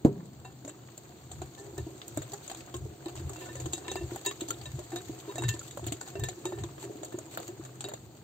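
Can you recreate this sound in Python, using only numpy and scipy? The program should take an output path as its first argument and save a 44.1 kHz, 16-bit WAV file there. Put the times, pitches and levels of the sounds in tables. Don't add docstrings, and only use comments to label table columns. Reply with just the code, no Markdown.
import sys
import numpy as np
from scipy import signal
from scipy.fft import rfft, irfft, next_fast_len
from scipy.io import wavfile
from scipy.ndimage import uniform_filter1d

SR = 44100
rng = np.random.default_rng(int(sys.argv[2]) if len(sys.argv) > 2 else 0)


def wav_record(signal):
    frames = np.transpose(np.atleast_2d(signal))
    bounded = np.clip(frames, -1, 1)
    quanta = np.round(bounded * 32767).astype(np.int16)
    wavfile.write(sys.argv[1], SR, quanta)


N = 363021


# (frequency [Hz], relative level per Hz [dB])
AIR = [(18, -77), (30, -34), (51, -25), (128, 10.5), (380, 5), (536, -14), (595, -11), (1120, -21),
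       (1860, -47), (4440, -10.5), (5340, -34.5), (7150, -43), (9560, -46), (15400, -9.5), (16700, -68)]
# (frequency [Hz], width [Hz], level [dB])
HUM = [(129.4, 6.8, -58), (365, 180, -63), (670, 340, -58)]
# (time [s], wire scrape level [dB], bowl drumming level [dB])
STROKE = [(0.0, -69, -62), (0.37, -66.5, -64.5), (2.31, -58, -54.5), (2.82, -62.5, -57), (3.53, -57, -50),
          (4.84, -57.5, -57), (5.32, -56, -51.5), (5.52, -59.5, -56.5), (6.6, -59.5, -54.5),
          (7.75, -61.5, -56), (8.23, -66.5, -66)]
# (start [s], length [s], gain added to the scrape [dB])
DRAGS = [(0.57, 0.023, -19), (2.432, 0.037, -4), (2.574, .04, -3), (3.163, 0.05, -7), (3.396, 0.062, -4),
         (4.108, 0.08, -5), (5.636, .05, -2), (6.063, 0.031, -3), (6.798, 0.047, -0.5), (7.313, 0.041, 3),
         (7.424, 0.053, -2)]
# (frequency [Hz], width [Hz], relative level [dB])
WIRES = [(6320, 150, -6), (6960, 200, 0), (7600, 200, 2), (8400, 250, -11)]
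# (peak time [s], level [dB], deepest sway against it [dB], climb [dB/s])
ROCK = [(.41, -59, 5, 149), (1.401, -39.5, -0.5, 147), (1.81, -39, 1, 236), (2.189, -35, -15, 298),
        (2.84, -38, 2.5, 152), (3.261, -36.5, -0.5, 125), (3.66, -37, -3, 114), (4.03, -36.5, 1, 146),
        (4.76, -37, -1.5, 95), (5.09, -46, -5, 119), (5.449, -28, -24, 266.5), (5.5, -32.5, -7, 300),
        (5.87, -35, -7, 157), (6.219, -27, -11, 306), (6.62, -30.5, -7, 256), (7.63, -50, -22, 85),
        (8.07, -51, -20, 66)]
# (frequency [Hz], relative level [dB], base t60 [s])
GLASS = [(996, -8, .12), (1783, 0, .22), (2722, 0, .17), (3797, 0, .15), (3720, -6, .07), (4995, -5, .1),
         (6310, -8, .07), (6700, -12, .06), (6975, -6, .06), (7600, -5, .05), (7730, -11, .06)]
# (left minus right [dB], left lead [radians])
GLASS_PORTS = [(2.5, 0.4), (-5.5, -0.45), (-3, -1.4), (-2, 0.32)]
# (time [s], levels of the first four GLASS rings [4 x dB], length before choking [s])
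PINGS = [(0.447, -48, -63, -53, -57, 0.055), (1.5749, -63, -57, -68, -73, 0.035),
         (1.7791, -54, -47, -61, -55, 0.028), (2.742, -55, -72, -61, -55, 0.02),
         (3.0604, -50, -53, -65, -52, 0.035), (3.358, -61, -61, -52, -57, 0.048),
         (3.415, -46, -52, -55, -61, 0.051), (3.489, -58, -45.5, -55, -54, 0.037),
         (3.563, -55, -53, -64, -57, 0.038), (3.73, -60, -55, -50, -58, 0.025),
         (3.845, -52, -53, -55, -55, 0.03), (3.881, -45, -42, -46, -50, 0.016),
         (3.898, -58, -52, -53, -40, 0.016), (3.916, -55, -52, -48, -52, 0.03),
         (3.9648, -56, -38.5, -42, -44.5, 0.03), (4.008, -53, -56, -53, -60, 0.021),
         (4.2515, -54, -45, -54, -54, 0.009), (4.2614, -35, -36.5, -41, -48, 0.049),
         (4.6559, -63, -64, -53, -40, 0.014), (4.917, -60, -56, -58, -57, 0.043),
         (4.9583, -53, -51, -56, -39.5, 0.042), (5.2944, -42, -57, -57, -51, 0.035),
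         (5.357, -61, -44, -71, -53, 0.02), (5.381, -55, -55, -42, -51, 0.018),
         (5.4229, -46, -49, -54, -46, 0.013), (5.44, -54, -40.5, -48, -42, 0.036),
         (5.488, -52, -36.5, -40, -50, 0.049), (6.153, -64, -53, -47.5, -69, 0.026),
         (6.203, -55, -47.5, -61, -53, 0.035), (6.2403, -55, -40, -55, -44.5, 0.046),
         (6.4539, -47, -47, -59, -45, 0.044), (6.526, -64, -53, -62, -56, 0.056),
         (6.5842, -55, -58, -66, -65, 0.039), (6.638, -49, -66, -66, -63, 0.016),
         (7.8416, -56, -57, -56, -37, 0.028), (7.888, -69, -60, -65, -56, 0.03)]
# (time [s], crack level [dB], then levels against it before mixing:
# low ring [dB], high ring [dB], dull clack [dB], wet smack [dB], fine tick [dB];
# plop frequency at its start [Hz], base t60 of the crack [s])
TAPS = [(0.4483, -48.5, 0, -14, -5.5, 1.5, -21, 746, 0.097),
        (0.649, -38, -35, -32, -42, -6, -24, 660, 0.02), (0.6777, -38.5, -21, -11, -12, -3, -25, 610, 0.03),
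        (0.6936, -41, -23, -24, -5, -14, -24, 650, 0.032),
        (0.9777, -39, -37, -23, -9.5, -11, -14.5, 604, 0.026),
        (1.3148, -33, -38, -38, -13, -10.5, -27, 714, 0.03),
        (1.417, -40, -38, -25, -5, -1, -31, 737, 0.053), (1.5802, -47.5, 4, -46, -13, -10, -24, 774, 0.34),
        (1.7791, -32, -18, -41, -9.5, -11, -16, 678, 0.033),
        (2.0164, -45.5, -25, -29, 7.5, 2.5, -14, 1110, 0.019),
        (2.08, -43, -41, -34, -7, -7, -6.5, 674, 0.039), (2.1729, -29, -29, -19, -7, -0.5, -15, 630, 0.014),
        (2.218, -37.5, -31, -26, -3.5, -8, -15, 630, 0.069),
        (2.319, -39.5, -35, -29, -22, -14, -12, 680, 0.027),
        (2.3337, -34, -36, -39, -10.5, -6, -18, 803, 0.047),
        (2.478, -39, -35, -29, -9, -14, -28, 580, 0.061),
        (2.4974, -35.5, -46, -27, -3.5, -12.5, -36, 670, 0.061),
        (2.514, -33, -38, -36, -18, -5.5, -19, 760, 0.032),
        (2.547, -34, -32, -34, -7, -12, -21, 744, 0.014), (2.6058, -45, -25, -16, 2.5, -19, -30, 755, 0.02),
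        (2.741, -36.5, -31, -20, -5.5, -3.5, -15, 1060, 0.048),
        (2.765, -38, -33, -28, -15, -11, -16, 1050, 0.034),
        (3.058, -41.5, -15, -18, -2, -2, -18, 797, 0.049),
        (3.0831, -38.5, -28, -24, -3, -9, -38, 703, 0.028), (3.094, -42, -32, -30, -4, -6, -16, 790, 0.015),
        (3.1535, -40.5, -29, -25, -14, -8, -27, 680, 0.043),
        (3.1753, -41, -26, -6, -1.5, -2.5, -21, 624, 0.018),
        (3.2943, -39, -34, -29, -9, -6, -15.5, 704, 0.064),
        (3.3328, -35.5, -39, -34, -13, -14.5, -20, 700, 0.03),
        (3.358, -44, -5, -14, -12, -14, -17, 721, 0.032), (3.4074, -45, -1, -28, -4.5, -12, -15, 747, 0.14),
        (3.458, -42.5, -27, -27, -5, -6, -24, 1460, 0.081), (3.485, -52, -10, -14, 3, 6, -20, 980, 0.031),
        (3.5542, -35.5, -21, -34, -7, -4.5, -19, 540, 0.026),
        (3.5996, -37, -22, -17, -11, -16, -27, 730, 0.093),
        (3.658, -33, -20, -35, -7.5, -5, -20, 752, 0.037),
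        (3.725, -37, -37, -24, -18, -20, -26, 720, 0.032),
        (3.7327, -22, -28, -8, -12, -19, -22, 740, 0.023),
        (3.7787, -40, -20, -21, -17, -5.5, -26, 750, 0.039),
        (3.8808, -29, -15, -13.5, -2.5, -12, -25, 990, 0.013),
        (3.9152, -26.5, -29, -18, -9, -13, -19, 773, 0.024),
        (3.956, -35, -7, -14, -0.5, 1.5, -14, 720, 0.018),
        (3.9639, -40, -3, 0.5, -19, -4, -27, 1100, 0.029),
        (4.1597, -38.5, -12, -25, -3, 1.5, -10.5, 776, 0.026),
        (4.2496, -36, -16, -26, -4.5, -6, -15, 795, 0.068),
        (4.2611, -20, -23, -7, -10.5, -27, -16.5, 950, 0.034),
        (4.311, -41, -22, -25, 4, -1, -9, 1120, 0.031), (4.4072, -35, -28, -21, -5, -10, -16, 660, 0.099),
        (4.485, -32.5, -21, -34, -19, -17, -31, 840, 0.05),
        (4.505, -24, -33, -30, -5.5, -6, -16.5, 1360, 0.031),
        (4.6126, -50.5, -24, -6, 6, 1, -17, 780, 0.036), (4.6553, -39.5, -3, -7, -5, -8, -33, 595, 0.04),
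        (4.7901, -40, -34, -22, -7, -2, -26, 600, 0.051),
        (4.9185, -44.5, -27, -26, -3.5, 0, -30, 760, 0.081),
        (4.959, -32.5, -32, -14, -5.5, -5.5, -17.5, 706, 0.065),
        (5.356, -32, -24, -22, -17, -7, -21, 620, 0.026), (5.381, -34, -28, -2.5, -24, 1, -15, 708, 0.027),
        (5.4218, -30, -19, -17, -10, -3.5, -23, 930, 0.014), (5.437, -33, -12, -10, 0, -9, -27, 950, 0.017),
        (5.4821, -32.5, -38, 1, -5.5, -9, -30, 1470, 0.04),
        (5.488, -23.5, -15, -31, -18, -48, -16, 1030, 0.064),
        (5.5385, -36.5, -5.5, -21, -9, -12, -21, 734, 0.06),
        (5.592, -34.5, -35, -37, -23, -21, -26, 576, 0.037),
        (5.6135, -46.5, -30, -30, -9, 3, -23, 1350, 0.023),
        (5.709, -38, -39, -13, -8, -27, -30, 700, 0.036),
        (5.7728, -32, -33, -36, -9.5, -5, -18, 565, 0.026),
        (5.794, -47.5, -26, -28, -13, 4, -20, 663, 0.025),
        (5.841, -38, -35, -15, -4.5, -15, -26, 894, 0.022),
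        (5.865, -29.5, -44, -30, -7.5, -19, -16, 706, 0.058),
        (5.883, -41, -35, -35, 0, -15, -22, 696, 0.023),
        (5.9217, -27.5, -43, -41, -4.5, -10.5, -19, 674, 0.041),
        (6.012, -28, -19, -41, -12, -9, -23, 1480, 0.018),
        (6.0756, -38.5, -23, -25, -6.5, -7.5, -24, 780, 0.03),
        (6.1538, -52.5, -23, -28, 6.5, 12, -24, 600, 0.026),
        (6.1958, -39, -18, -29, -20, -6.5, -12, 770, 0.032),
        (6.2367, -25.5, -8, -40, -8, -14, -17, 675, 0.04),
        (6.2858, -28, -32, -38, -6, -10, -23, 720, 0.032),
        (6.4542, -25.5, -24, -17, -8.5, -8.5, -26, 893, 0.02),
        (6.522, -44.5, -30, -30, -5, 3, -18, 730, 0.03), (6.5859, -42.5, -5, -20, -3, -4, -23, 760, 0.035),
        (6.6362, -35.5, -33, -35, -6, -7, -29, 1026, 0.025),
        (6.7805, -48.5, -30, -30, -1, 6.5, -20, 630, 0.018),
        (6.8274, -35.5, -15, -18, -46, -5.5, -19, 874, 0.016),
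        (7.032, -35.5, -39, -27, -6.5, -0.5, -25, 620, 0.025),
        (7.0473, -38.5, -42, -26, -11, -17, -15, 604, 0.05),
        (7.1248, -44, -9, -16, -5.5, -2.5, -16, 620, 0.063),
        (7.1865, -34.5, -41, -35, -9.5, -7.5, -16.5, 636, 0.029),
        (7.3738, -33.5, -33, -39, 2, 6.5, -7, 1410, 0.01),
        (7.4007, -35, -35, -34, -12, -5, -15, 730, 0.016),
        (7.4786, -35.5, -14, -26, -9, -11, -16, 734, 0.04),
        (7.65, -40.5, -28, -17, -8, -8, -26, 570, 0.029),
        (7.8068, -31.5, -39, -37, -8, -16, -38, 820, 0.027),
        (7.8414, -31.5, -37, -15, -6.5, -10, -26, 730, 0.031),
        (7.886, -38, -22, -18, -3, -2, -12, 594, 0.036), (7.9165, -50, -19, -31, -8, 7.5, -15, 696, 0.052),
        (7.9368, -36, -29, -16, -5, -2, -19, 670, 0.031)]
# (frequency [Hz], relative level [dB], base t60 [s])
TABLE = [(72.3, -51, 0.17), (118, -13, 0.72), (173, -27, 0.1), (234, -37, 0.02), (290, -5.5, 0.3),
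         (345, 10, 0.25), (399.5, -0.5, 0.71), (452.4, -4, 0.16), (574, 0, 0.27), (678, 8, 0.13),
         (950, -4.5, 0.28)]
# (time [s], level [dB], gulp frequency at its start [Hz],
# t60 factor [times, at least 0.2], rise time [s])
THUDS = [(0.647, -41.5, 276, 1, 0.0032), (1.419, -28.5, 363, 0.18, 0.0049), (1.601, -40, 385, 0.72, 0.0051),
         (1.668, -39.5, 392, 0.57, 0.0045), (1.735, -37, 340, 0.22, 0.0031),
         (1.781, -31.5, 374, 0.5, 0.005), (1.868, -32, 318, 0.33, 0.0045),
         (2.174, -20.5, 304, 0.22, 0.0044), (2.328, -37.5, 390, 0.45, 0.004),
         (2.743, -32, 344, 0.38, 0.0047), (2.856, -36, 409, 0.29, 0.0034), (3.062, -30, 326, 0.45, 0.0052),
         (3.203, -39, 340, 0.32, 0.0031), (3.303, -34.5, 374, 0.31, 0.0051),
         (3.665, -29.5, 325, 0.18, 0.0055), (3.736, -31, 337, 0.18, 0.0036),
         (3.885, -37.5, 359, 0.65, 0.0045), (3.925, -37, 369, 0.36, 0.0043),
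         (3.958, -30.5, 361.4, 0.44, 0.0044), (4.011, -32.5, 335.5, 0.61, 0.0058),
         (4.12, -26.5, 345, 0.19, 0.0049), (4.147, -38, 350, 0.22, 0.0024), (4.265, -28, 381, 0.49, 0.0075),
         (4.419, -30, 319, 0.4, 0.0035), (4.487, -37.5, 303, 0.71, 0.005), (4.787, -36, 345, 0.39, 0.0028),
         (4.931, -30.5, 331, 0.71, 0.0074), (5.096, -26, 316, 0.23, 0.0034),
         (5.281, -31.5, 390, 0.48, 0.0047), (5.396, -35, 329, 0.77, 0.0046),
         (5.427, -36, 372, 0.58, 0.0063), (5.541, -32.5, 320, 0.3, 0.0041),
         (5.83, -35.5, 353, 0.27, 0.0032), (5.867, -33, 326, 0.35, 0.0028),
         (5.92, -29.5, 302, 0.26, 0.0033), (6.156, -32.5, 378.5, 0.89, 0.00414),
         (6.23, -36, 350, 0.52, 0.0041), (6.288, -39, 342, 0.52, 0.0071), (6.454, -28.5, 351, 0.68, 0.0054),
         (6.487, -42, 358, 0.48, 0.0049), (6.525, -27.5, 347, 0.35, 0.0088),
         (6.578, -38.5, 381, 0.67, 0.0043), (6.64, -31, 334, 0.28, 0.0046), (6.839, -36.5, 376, 1, 0.0053),
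         (6.897, -33.5, 404, 0.49, 0.0033), (6.955, -38, 299, 0.24, 0.0016),
         (7.018, -40.5, 384, 0.48, 0.004), (7.144, -26.5, 350, 0.21, 0.0038),
         (7.18, -36, 365, 0.33, 0.0034), (7.398, -42, 328, 0.55, 0.0044), (7.488, -35.5, 350, 0.68, 0.004),
         (7.597, -34, 325, 0.21, 0.0031), (7.847, -35, 381, 0.73, 0.0049)]
# (frequency [Hz], left-right likeness [-1 to 1])
LIKENESS = [(60, 1), (180, 0.95), (550, 0.84), (1650, 0.14), (4970, 0.097), (15000, -0.026)]
# (frequency [Hz], gain [dB])
MIC = [(30, -12), (45, -4.5), (70, 0.5), (2000, -10), (4600, -5.5), (5000, -14.5), (5900, -10.5),
       (6900, -0.5), (8300, -5), (9000, -24.5), (9500, -31), (11200, -51.5), (11700, -15), (13500, -12.5),
       (15700, -13.5), (16100, -48)]
# (frequency [Hz], left lead [radians])
PORT_LEAD = [(60, 0.11), (300, 0.095), (600, 0.94), (1500, 1.1), (4000, 0.91)]
# (frequency [Hz], left minus right [dB])
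PORT_DB = [(60, 1), (180, 1), (550, -1), (1650, 1.5), (4970, 1.5), (15000, 1)]

AIR_DB = -48
SING_DB = -23
DRAG_RISE, DRAG_FALL = 2700, 1240
TICKS_PER_S, TICKS_DB = 87, -4.5
ROCK_FALL, ROCK_REST_DB, SWAY_REST_DB = 240, -57.5, -64.5
BUBBLES_PER_S, BUBBLES_DB = 120, -6
KNOCK_S, KNOCK_DB = .0492, -1
PING_DAMP_S = 0.0061
MID_RING_DB = 1.5
TAP_MAIN_DB = -8
THUD_DEEP_DB = 7
THUD_LEAD = 0.78
EDGE_HZ = 16700


def gain_of(db):
    return 10 ** (np.asarray(db) / 20)


def evened(x):
    return x / np.sqrt(np.mean(x ** 2) + 1e-20)


def read(points, hz):
    f, value = np.transpose(points)
    return np.interp(np.log(hz + 1), np.log(f + 1), value)


def add(mix, s, sound):
    part = mix[:, round(s * SR):][:, :sound.shape[1]]
    part += sound[:, :part.shape[1]]


def stroke(column):
    rows = np.array(STROKE)
    return np.interp(np.arange(N) / SR, rows[:, 0], rows[:, column])


def band(x, lo_hz, hi_hz):
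    edges = [lo_hz, min(hi_hz, .49 * SR)]
    return signal.sosfilt(signal.butter(2, edges, "band", fs=SR, output="sos"), x)


def pair(size):
    a, b = rfft(rng.standard_normal((size, 2)).T)
    same = np.clip(read(LIKENESS, np.fft.rfftfreq(size, 1 / SR)), -1, 1)
    return irfft(np.array([a, same * a + np.sqrt(1 - same ** 2) * b]), size)


def resonate(x, hz, width):
    turn = np.exp(2j * np.pi * np.cumsum(hz * np.ones(N)) / SR)
    r = np.exp(-np.pi * width / SR)
    return 2 * (turn * signal.lfilter([1 - r], [1, -r], x / turn)).real


def grain_sizes(per_s, spread_db, limit):
    strength = gain_of(spread_db * np.minimum(rng.exponential(1, N), limit))
    return strength * (rng.random(N) < per_s / SR)


def grit(per_s, spread_db, ms):
    size = grain_sizes(per_s, spread_db, 4)
    return evened(signal.lfilter([1], [1, -np.exp(-1000 / (ms * SR))], size))


def ring(modes, db, slow, phase, size):
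    hz, mode_db, t60 = np.transpose(modes)[:, :, None]
    t = np.arange(size) / SR
    strength = gain_of(mode_db + db[..., None] - 60 * t / (t60 * slow))
    tones = np.sin(2 * np.pi * hz * t + phase[:, :, None])
    return (strength * tones).sum(1)


def radiated(luck, spread):
    db, lead = np.zeros((2, luck.shape[1]))
    db[:len(GLASS_PORTS)], lead[:len(GLASS_PORTS)] = np.transpose(GLASS_PORTS)
    side = np.array([[.5], [-.5]])
    return side * db, 2 * luck[0] + side * (lead + spread * luck[1])


def plop(hz, rise, t60, lag, t):
    phase = 2 * np.pi * hz * (t + rise * t ** 2)
    return gain_of(-60 * t / t60) * np.sin(phase + np.array([[lag], [-lag]]))


def patchy(x, depth_db, frames, bins):
    z = signal.stft(x, nperseg=256, noverlap=192)[2]
    patches = rng.standard_normal(z.shape[1:])
    patches = uniform_filter1d(patches, round(bins), 0)
    patches = evened(uniform_filter1d(patches, round(frames), 1))
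    return signal.istft(z * gain_of(depth_db * patches), nperseg=256, noverlap=192)[1][:, :N]


def wired(x, db):
    buzz = sum(gain_of(g) * resonate(x, hz, width) for hz, width, g in WIRES)
    return x + gain_of(db) * buzz


def swells(start, length, db, rise, fall, rest_db):
    t = np.arange(0, N, 32)[:, None] / SR
    early = np.maximum(start - t, 0)
    late = np.maximum(t - start - length, 0)
    level = gain_of(rest_db) + gain_of(db - rise * early - fall * late).sum(1)
    return np.interp(np.arange(N) / SR, t[:, 0], level)


def steadied(x, ms):
    power = uniform_filter1d((x ** 2).mean(0), round(ms * SR / 1000))
    return evened(x / np.sqrt(power + 2.8 * np.mean(x ** 2)))


def room():
    hz, noise = np.fft.rfftfreq(N, 1 / SR), pair(N)
    wash = irfft(rfft(noise) * gain_of(read(AIR, hz) - read(MIC, hz)), N)
    hum = sum(gain_of(db) * evened(resonate(noise, f, width)) for f, width, db in HUM)
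    return gain_of(AIR_DB) * evened(wash) + hum


def scrape():
    rub = patchy(pair(N) * (2.8 + grit(320, 7.8, 2.3)), 1.86, 12, 6)
    hiss = gain_of(14.5) * evened(wired(band(rub, 350, 16300), -13.0))
    drive = pair(N) * (.4 + grit(45, 3, 3.1))
    song = 0
    for (hz, *_), db, width in zip(GLASS[1:4], (-1.5, -8, -6), (22, 28, 30)):
        song = song + gain_of(db) * evened(resonate(drive, hz, width))
    start, length, db = np.transpose(DRAGS)
    hiss = hiss * swells(start, length, db, DRAG_RISE, DRAG_FALL, -2.35)
    return gain_of(stroke(1)) * (hiss + gain_of(SING_DB) * song)


def ticks():
    out, t = np.zeros((2, N)), np.arange(600) / SR
    pitches = np.geomspace(900, 4600, num=20)
    size = grain_sizes(TICKS_PER_S, 2.4, 3)
    kind, lag = rng.integers(0, len(pitches), N), rng.standard_normal(len(pitches))
    for k, hz in enumerate(pitches):
        tone = plop(hz, 9.5, 10.0 / hz, lag[k], t) * (1 - np.exp(-t / 0.0005))
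        out += signal.oaconvolve((size * (kind == k))[None], tone, axes=1)[:, :N]
    return gain_of(TICKS_DB + stroke(1)) * evened(out)


def push():
    drive = pair(N)
    drive = drive * (1 + .5 * grit(20, 2, 20))
    drum = 0
    for hz, db in [(332, 5.0), (365, 3), (405, -4.0), (520, -4.0), (715, -1)]:
        drum = drum + gain_of(db) * resonate(resonate(drive, hz, 44), hz, 44)
    slaps = .3 + grit(120, 5, 6)
    swish = patchy(band(pair(N) * slaps, 540, 1800), 4.0, 5, 2.5)
    batter = gain_of(7.0) * evened(drum) + gain_of(3.0) * evened(swish)

    shake = pair(N)
    rock = resonate(resonate(shake, 104.0, 40), 123.7, 22)
    sway = resonate(resonate(shake, 84.0, 40), 84.0, 40)
    peak, db, deep, climb = np.transpose(ROCK)
    rock_gain = swells(peak, 0, db, climb, ROCK_FALL, ROCK_REST_DB)
    sway_gain = swells(peak, 0, db + deep, climb, ROCK_FALL, SWAY_REST_DB)
    table = rock_gain * steadied(rock, 72) + sway_gain * steadied(sway, 51)
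    return batter * gain_of(stroke(2)) + band(table, 42, 157)


def bubbles():
    out, t = np.zeros((2, N)), np.arange(3000) / SR
    pitches = np.geomspace(420, 1500, num=16)
    size = grain_sizes(BUBBLES_PER_S, 5.8, 4)
    kind, lag = rng.integers(0, len(pitches), N), rng.standard_normal(len(pitches))
    for k, hz in enumerate(pitches):
        tone = plop(hz, 3.1, 50.0 / hz, 2.45 * lag[k], t)
        tone = tone * (1 - np.exp(-t / .0015)) * (420 / hz) ** 0.24
        out += signal.oaconvolve((size * (kind == k))[None], tone, axes=1)[:, :N]
    return gain_of(BUBBLES_DB + stroke(2)) * evened(out)


def knock():
    out, t = np.zeros((2, N)), np.arange(30000) / SR
    u = (t - .0014) / 0.0006
    front = band(1.63 * (u + 0.38) * np.exp(-u ** 2 / 2), 98, 5000)
    table = ring(TABLE, np.full(len(TABLE), -13.), 0.28, np.zeros((2, len(TABLE))), 30000)
    table = np.roll(table * (1 - np.exp(-t / 0.023)), 110, axis=1)
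    boom = evened(band(band(pair(30000), 80, 1640), 124, 404)) * (1 - np.exp(-t / 0.0042))
    boom *= gain_of(-6.5 - 60 * t / 0.1) + gain_of(-34.5 - 60 * t / 1.0)
    shudder = evened(band(pair(30000), 130, 185))
    shudder *= gain_of(-16 - 60 * t / 0.084) + gain_of(-30 - 60 * t / 0.7)
    spray = gain_of(-32.5 - 60 * t / 0.12) * pair(30000)
    add(out, KNOCK_S, gain_of(KNOCK_DB) * (front + table + boom + shudder + spray))
    return out


def pings():
    out, t = np.zeros((2, N)), np.arange(6000) / SR
    rings = [(hz, 0, t60) for hz, _, t60 in GLASS[:4]]
    luck = rng.standard_normal((len(PINGS), 2, 4))
    for (s, *db, length), chance in zip(PINGS, luck):
        choke = np.exp(-np.maximum(t - length, 0) / PING_DAMP_S) * (1 - np.exp(-t / 0.0024))
        port_db, phase = radiated(chance, 0.24)
        add(out, s, ring(rings, db + port_db + 9.5, 1.0, phase, 6000) * choke)
    return patchy(out, 2.5, 5, 2.2)


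def taps():
    crack, clack, smack, tick, glass, wet = np.zeros((6, 2, N))
    t = np.arange(6000) / SR
    luck = rng.standard_normal((len(TAPS), 3, len(GLASS)))
    for (s, db, low, high, dull, soft, fine, hz, t60), (uneven, *phase) in zip(TAPS, luck):
        fall = gain_of(-1.0 - 60 * t / 0.0034) + gain_of(-60 * t / max(t60, .008))
        fall = (fall + gain_of(-12 - 60 * t / 0.18)) * (1 - np.exp(-t / 0.00072))
        burst = pair(6000) * fall
        burst[:, 30] += 2.5
        burst *= gain_of(db)
        add(crack, s, burst)
        add(clack, s, burst * gain_of(dull))
        add(smack, s, burst * gain_of(soft))
        pop = plop(hz, 0.41, 2.0 * t60, phase[0][0], t) * (1 - np.exp(-t / 0.000079))
        add(wet, s, gain_of(db + soft) * pop)
        add(tick, s, burst * gain_of(fine - 1.0 - 60 * t / 0.18))

        middle = (low + high) / 2 + MID_RING_DB
        struck = np.array([low, low, middle] + [high] * (len(GLASS) - 3)) + 2 * uneven
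        struck[1:7] += TAP_MAIN_DB
        port_db, turn = radiated(np.array(phase), 1.0)
        tone = ring(GLASS, db + struck + port_db, 0.96, turn, 6000)
        add(glass, s, tone * (1 - np.exp(-t / 0.0032)))
    wander = uniform_filter1d(uniform_filter1d(rng.standard_normal((2, N)), 300), 300)
    flutter = 1 + 0.27 * evened(wander)
    noise = gain_of(5.0) * wired(band(crack, 2830, 12400), 0.0)
    noise = noise + gain_of(14.5) * band(clack, 1086, 4820)
    noise = noise + gain_of(17.0) * band(smack, 336, 1765)
    noise = noise + gain_of(25.5) * band(tick, 7430, 27000)
    return patchy(noise, 4.2, 8, 5) + gain_of(10.0) * wet + gain_of(10.0) * glass * flutter


def thuds():
    out, t = np.zeros((2, N)), np.arange(12000) / SR
    deep = np.array(TABLE)[:, 0] < 200
    luck = rng.standard_normal((len(THUDS), 2, len(TABLE)))
    for (s, db, hz, slow, rise), (uneven, lag) in zip(THUDS, luck):
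        slow = max(slow, .2)
        struck = db + deep * THUD_DEEP_DB + 2 * uneven
        phase = np.array([0.19 * lag, -.2 * lag])
        sound = gain_of(-8.5) * ring(TABLE, struck, slow, phase, 12000)
        sound += gain_of(db + 5.5) * plop(hz, 0.7, 0.33 * slow, 0.04 * lag[0], t)
        onset = 1 - np.exp(-(t / max(rise, .0005)) ** 2)
        add(out, s - THUD_LEAD * rise, sound * onset)
    return out


def scene():
    steady = room() + scrape() + ticks() + push() + bubbles()
    return steady + knock() + pings() + taps() + thuds()


def record(dry):
    size = next_fast_len(N)
    hz = np.fft.rfftfreq(size, 1 / SR)
    left = gain_of(read(PORT_DB, hz) / 2) * np.exp(.5j * read(PORT_LEAD, hz))
    ported = irfft(rfft(dry, size) * np.array([left, 1 / left]), size)[:, :N]
    mic_gain = gain_of(read(MIC, np.linspace(0, SR / 2, 1025)))
    colour = signal.firwin2(2047, np.linspace(0, 1, 1025), mic_gain)
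    coloured = signal.oaconvolve(ported, colour[None], "same")
    edge = signal.firwin(511, EDGE_HZ, window=("kaiser", 9), fs=SR)
    return signal.oaconvolve(coloured, edge[None], "same")


dry = scene()
out = record(dry)
wav_record(out)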